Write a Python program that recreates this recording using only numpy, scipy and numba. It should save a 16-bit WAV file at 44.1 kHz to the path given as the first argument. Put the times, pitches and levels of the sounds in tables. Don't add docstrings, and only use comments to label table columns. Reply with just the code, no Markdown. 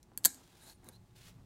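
import sys
import numpy as np
from scipy import signal
from scipy.fft import rfft, irfft, next_fast_len
from scipy.io import wavfile
from scipy.ndimage import uniform_filter1d
from numba import njit

SR = 44100
rng = np.random.default_rng(int(sys.argv[2]) if len(sys.argv) > 2 else 0)


def to_wav(s):
    ch = np.atleast_2d(s).T
    pcm = np.round(np.clip(ch, -1, 1) * 32767)
    wavfile.write(sys.argv[1], SR, pcm.astype(np.int16))


def nominal_scale(level):
    x = np.asarray(level, float) / 20
    return 10 ** x


N = 63945


def level(x, db):
    return x * nominal_scale(db) / np.sqrt(np.mean(x ** 2))


def band(x, hz, width_hz):
    b, a = signal.iirpeak(min(hz, .42 * SR), hz / width_hz, fs=SR)
    return signal.lfilter(b, a, x)


@njit
def sweep(x, hz, width_hz):
    y, b, l = np.empty(len(x)), 0., 0.
    for i in range(len(x)):
        g, k = np.tan(np.pi * hz[i] / SR), width_hz / hz[i]
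        v = (b + g * (x[i] - l)) / (1 + g * (g + k))
        b, l, y[i] = 2 * v - b, l + 2 * g * v, k * v
    return y


def decay(t_s, t60_s):
    return np.exp(-np.log(1000) * t_s / t60_s)


def ring(x, modes):
    out = 0
    for k, (hz, db, t60_s) in enumerate(modes):
        pole = np.exp(2j * np.pi * hz / SR - np.log(1000) / (t60_s * SR))
        gain = (-1) ** k * nominal_scale(db) * np.sqrt(1 - abs(pole) ** 2)
        out = out + gain * signal.lfilter([1], [1, -pole], x).imag
    return out


def colour(x, points):
    hz, db = np.array(points, float).T
    n = next_fast_len(len(x))
    f = np.arange(n // 2 + 1) * SR / n + 1
    gain = nominal_scale(np.interp(np.log(f), np.log(hz), db))
    return irfft(rfft(x, n) * gain, n)[:len(x)]


def walk(rate_hz):
    k = int(SR / rate_hz)
    steps = np.repeat(rng.standard_normal(N // k + 1), k)
    return 1.3 * uniform_filter1d(uniform_filter1d(steps, k), k)[:N]


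def grit():
    grain_db, chatter_db = 3, 1.5
    return rng.standard_normal(N) * nominal_scale(grain_db * rng.exponential(size=N) + chatter_db * walk(180))


# [f/Hz, density/dB]
SHOP_NOISE = [(19, -35), (32, -6.5), (137, -9), (369, -20.5), (420, -25), (847, -31.5), (1020, -32),
              (1100, -33.5), (16000, -46)]


def shop():
    base, out = colour(rng.standard_normal(N), SHOP_NOISE), 0
    for hz in 30 * 2 ** np.arange(0, 9.5):
        out = out + band(base, hz, .7 * hz) * nominal_scale(walk(6))
    return level(out, -65)


# [f/Hz, level/dB rms]
MAINS = [(120, -80), (181, -78), (361, -81.5), (841, -84.5)]


def hum():
    t, out = np.arange(N) / SR, 0
    for hz, db in MAINS:
        waver = nominal_scale(db + 1.4 * walk(14))
        out = out + waver * np.sqrt(2) * np.sin(2 * np.pi * (hz * t + rng.random()))
    return out


# [t/s, level/dB, rustle/dB]
LEAN_PATH = [(0, -86.5, 1), (0.122, -69.5, 4), (0.198, -79, 11), (0.36, -73.5, 11), (.47, -72, 4),
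             (.55, -90.5, 24.5), (.7, -67.5, -3.5), (0.771, -78, 0), (.83, -70.5, 9), (.88, -65, 8),
             (.92, -63, -3.5), (.96, -58.5, -13), (1.098, -62.5, -14.5), (1.201, -60, -10.5),
             (1.27, -56, -12.5), (1.33, -61.5, -8), (1.391, -52.5, -12.5), (1.45, -58.5, -15)]
# [f/Hz, level/dB, t60/s]
BOOM_MODES = [(110.5, 4.5, 0.083), (185, -1, 0.18)]
# [f/Hz, level/dB, t60/s]
CREAK_MODES = [(254.2, 0, .12), (348, -6, 0.059), (460.8, -5, 0.0713)]


def lean():
    t_s, lean_db, rustle_db = np.array(LEAN_PATH, float).T
    t = np.arange(N) / SR
    grains = grit()
    cloth = level(band(band(grains, 750., 790.), 750., 750.), -6)
    creak = level(ring(grains, CREAK_MODES), -3.5)
    boom = level(ring(rng.standard_normal(N), BOOM_MODES), -1.5)
    rustle = nominal_scale(np.interp(t, t_s, rustle_db)) * (cloth + creak)
    return nominal_scale(np.interp(t, t_s, lean_db)) * (boom + rustle)


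# [f/Hz, level/dB, t60/s]
BENCH_MODES = [(158.6, -15, 0.063), (240, -9, 0.03), (370, -7, 0.02), (500, -5.5, 0.015), (720, 1, .015),
               (950, 4, .012), (1350, 7, .01), (1650, 14, 0.014), (2200, 10, 0.014)]


def bursts(rows, modes, knock_db):
    size = 600
    crack, push, knock = np.zeros((3, N))
    u = np.arange(size) / SR
    high_pass = signal.butter(2, 3200, "high", fs=SR)
    for s, db, ms, hz, ring_db in rows:
        z = rng.standard_normal(size)
        i, length = int(s * SR), ms * SR / 1000
        shape = np.clip(u / 0.00019, 0, 1) / (1 + (u / (ms / 1000)) ** 5)
        swarm = band(band(np.tanh(z) * shape, hz, 1.4 * hz), hz, 1.4 * hz)
        swarm = signal.lfilter(*high_pass, swarm)
        swarm = swarm * nominal_scale(db) / np.sqrt(np.sum(swarm ** 2) / length)
        crack[i:i + size] += swarm
        push[i:i + size] += .15 * swarm * nominal_scale(ring_db)
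        push[i + 8] += nominal_scale(db + ring_db - 2) * np.sqrt(length)
        knock[i:i + size] += nominal_scale(db + knock_db) * shape * (1 + 0.32 * z)
    return np.array([crack + ring(knock, BENCH_MODES), ring(push, modes)])


# [t/s, level/dB, burst/ms, brightness/Hz, ring/dB]
SNAP_EVENTS = [(.0288, -59, 3, 5300, -30), (.135, -70, 1, 4000, -20), (.1754, -33, 1.2, 10000, 1),
               (.1865, -54, 1, 8800, -15), (.2372, -52, 1, 11000, -12), (.2429, -38, 1.4, 5000, -14),
               (.2489, -20, 1.3, 8000, -5), (.2511, -21, 1.5, 9000, -5), (.2552, -14, 1.0, 10000, 1),
               (.2570, -25, 1.3, 8000, -10), (.259, -17, 0.8, 9000, -3), (.2602, -23, 1.1, 8000, -10),
               (.266, -35, 1, 8500, -10), (.2705, -39, 1, 8000, -10), (.3446, -51, 2, 9000, -25),
               (.2262, -66, 1, 11000, -20), (.2325, -62, 1, 12000, -20)]
# [f/Hz, level/dB, t60/s]
STRIP_MODES = [(3200, -12, .006), (4425, -8, .028), (4740, -8, .008), (6250, -5, .008), (8000, 1, .011),
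               (10150, -4, .012), (12150, 2, .006), (12730, -3, .022), (14050, -10, .008),
               (15400, -8, .008)]


def snaps():
    return bursts(SNAP_EVENTS, STRIP_MODES, knock_db=-25.5)


# [f/Hz, level/dB, t60/s]
TAIL_BANDS = [(300, -14, .3), (700, -7, .3), (1500, -8, .3), (2300, -3, .3), (4600, -12, .3),
              (6200, -6, .33), (8500, -15, .22), (12500, -17, .16)]


def room(x):
    early_db, early_t60_s, tail_db = -6, 0.048, -8.5
    u = np.arange(SR // 2) / SR

    def fade(t60_s):
        return decay(u, t60_s) / np.sqrt(t60_s * SR / 14)

    early = nominal_scale(early_db) * rng.standard_normal(len(u)) * fade(early_t60_s) * np.clip(u / 0.0058, 0, 1)
    tail = 0
    for hz, db, t60_s in TAIL_BANDS:
        tail = tail + nominal_scale(db) * band(rng.standard_normal(len(u)), hz, .5 * hz) * fade(t60_s)
    tail = nominal_scale(tail_db) * tail * np.clip(u / 0.004, 0, 1)
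    return signal.fftconvolve(x, early + tail)[:N]


# [t/s, level/dB, f/Hz, t60/s]
BUMP_EVENTS = [(.812, -62, 249, 0.058), (0.823, -73, 1160, 0.042), (.832, -56, 241, 0.059),
               (.834, -71, 2190, 0.046), (.843, -60, 274, 0.033), (.853, -58, 250, 0.032),
               (.866, -62, 910, 0.011), (.867, -65.5, 2100, 0.023), (0.868, -53, 417, 0.026),
               (.872, -70, 1160, 0.049), (.883, -55, 1110, 0.02), (.886, -54, 520, 0.035),
               (0.889, -66, 2200, 0.044), (.891, -58, 1000, .015), (0.893, -65.5, 1614, 0.041),
               (.897, -56.5, 430, 0.035), (0.276, -44, 282, 0.044), (.277, -63, 2170, 0.038),
               (.343, -56, 282, 0.044)]


def bumps():
    out, u = np.zeros(N), np.arange(SR // 10) / SR
    for s, db, hz, t60_s in BUMP_EVENTS:
        i = int(s * SR)
        swing = np.sqrt(2) * np.sin(2 * np.pi * hz * u) * decay(u, t60_s)
        out[i:i + len(u)] += nominal_scale(db) * swing * np.clip(u * hz, 0, 1)
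    return out


# [t/s, level/dB, steel share/dB]
SLIDE_PATH = [(0.358, -69, -27), (.58, -67, -8), (0.628, -65.5, 4.5), (.70, -65, 9.5), (.728, -65, 4),
              (0.747, -84, -1), (0.809, -80.5, -5), (.87, -76, 9), (.905, -73.5, -10), (.925, -74, 5),
              (.962, -74, 5), (.972, -90, 0), (1.144, -81, -28), (1.164, -62.5, -6.5), (1.235, -61.5, -19),
              (1.284, -56.5, -23), (1.324, -75, -25), (1.45, -82, -4)]
# [t/s, pitch ratio of lowest bright mode]
BEND_PATH = [
    (.6, .99),
    (.66, 1.01),
    (.73, 1.1),
    (.8, 1.0),
    (.92, 1.0),
    (.97, 1.07),
]
# [f/Hz, width/Hz, level/dB]
SQUEAK_MODES = [(3950, 300, 2), (850, 130, -6), (1620, 130, -8), (6850, 500, -7), (9400, 220, -5),
                (11750, 450, -9), (14100, 450, -15)]
# [f/Hz, density/dB]
WOOD_SPECTRUM = [(240, -17.5), (400, -4.5), (1060, -10), (1160, -6.5), (1760, -7.5), (3370, -4.5),
                 (12100, -14.5), (16000, -18.5)]
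# [f/Hz, density/dB]
STEEL_SPECTRUM = [(400, 2.5), (2000, -6.5), (4000, -21), (5000, -9), (7000, -1), (12500, -5.5),
                  (16000, -21)]


def slide():
    t_s, slide_db, steel_db = np.array(SLIDE_PATH, float).T
    t = np.arange(N) / SR
    bend = np.interp(t, *np.array(BEND_PATH).T)
    push, squeak = grit(), 0
    for k, (hz, width_hz, db) in enumerate(SQUEAK_MODES):
        patch = nominal_scale((3.5 if k else 1.2) * walk(50))
        drift = 1 + .004 * walk(30)
        mode = sweep(push, hz * (drift if k else bend), 1. * width_hz)
        squeak = squeak + nominal_scale(db) * patch * level(mode, 0)
    steel = level(squeak, -3) + level(colour(grit(), STEEL_SPECTRUM), -5)
    wood = level(colour(grit(), WOOD_SPECTRUM), -1)
    steel = steel * nominal_scale(np.interp(t, t_s, steel_db, left=-90))
    return nominal_scale(np.interp(t, t_s, slide_db, left=-90)) * (wood + steel)


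# [t/s, length/s, from f/Hz, to f/Hz, level/dB]
SING_EVENTS = [
    (.628, .026, 9400, 9450, -68),
    (.716, .048, 9380, 9400, -72),
    (.615, .05, 830, 850, -72),
    (.675, .055, 860, 900, -69),
    (.615, .04, 1620, 1620, -72),
    (.922, .055, 3900, 4250, -69),
    (.92, .025, 11800, 11800, -75),
]


def sings():
    out, t, push = 0, np.arange(N) / SR, grit()
    for s, length_s, hz0, hz1, db in SING_EVENTS:
        u = np.clip((t - s) / length_s, 0, 1)
        tone = sweep(push, hz0 + (hz1 - hz0) * u, max(hz0 / 45, 60.))
        swell = np.sqrt(np.sin(np.pi * u).clip(0))
        out = out + level(tone, db) * swell
    return out


# [t/s, level/dB, burst/ms, brightness/Hz, ring/dB]
TICK_EVENTS = [(.632, -68, 1, 9400, 6), (.642, -66, 1, 9400, 4), (.697, -56, 2.5, 7000, -14),
               (.732, -72, 1, 9400, 8), (.8441, -57, 1.4, 10500, -14), (.858, -63, 1, 13000, -20),
               (.865, -65, 3, 11000, -20), (.8695, -63, 2, 9000, -10), (.875, -67, 2, 13000, -20),
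               (.8835, -62, 2, 11000, -15), (.8877, -50, 1.3, 8000, 7), (.8932, -63, 1, 6000, -15),
               (.935, -63, 1, 5000, -8)]
# [f/Hz, level/dB, t60/s]
BLADE_MODES = [(3900, -3, .008), (6850, -10, .006), (9390, 0, .024), (11700, -3, .008), (13950, -6, .022)]


def ticks():
    return bursts(TICK_EVENTS, BLADE_MODES, knock_db=-20)


def scene():
    air = shop() + hum() + lean()
    dry, rings = snaps() + ticks()
    dry = dry + bumps() + slide() + sings()
    echoes = room(dry + nominal_scale(-14) * rings)
    return (dry + rings + echoes + air)[None]


def band_limit(x):
    return signal.sosfilt(signal.butter(12, 16880, fs=SR, output="sos"), x)


def record(dry):
    top_cut = signal.ellip(6, .3, 45, 15700, fs=SR, output="sos")
    mix = signal.sosfilt(top_cut, np.tanh(dry))
    return band_limit(mix)


dry = scene()
out = record(dry)
to_wav(out)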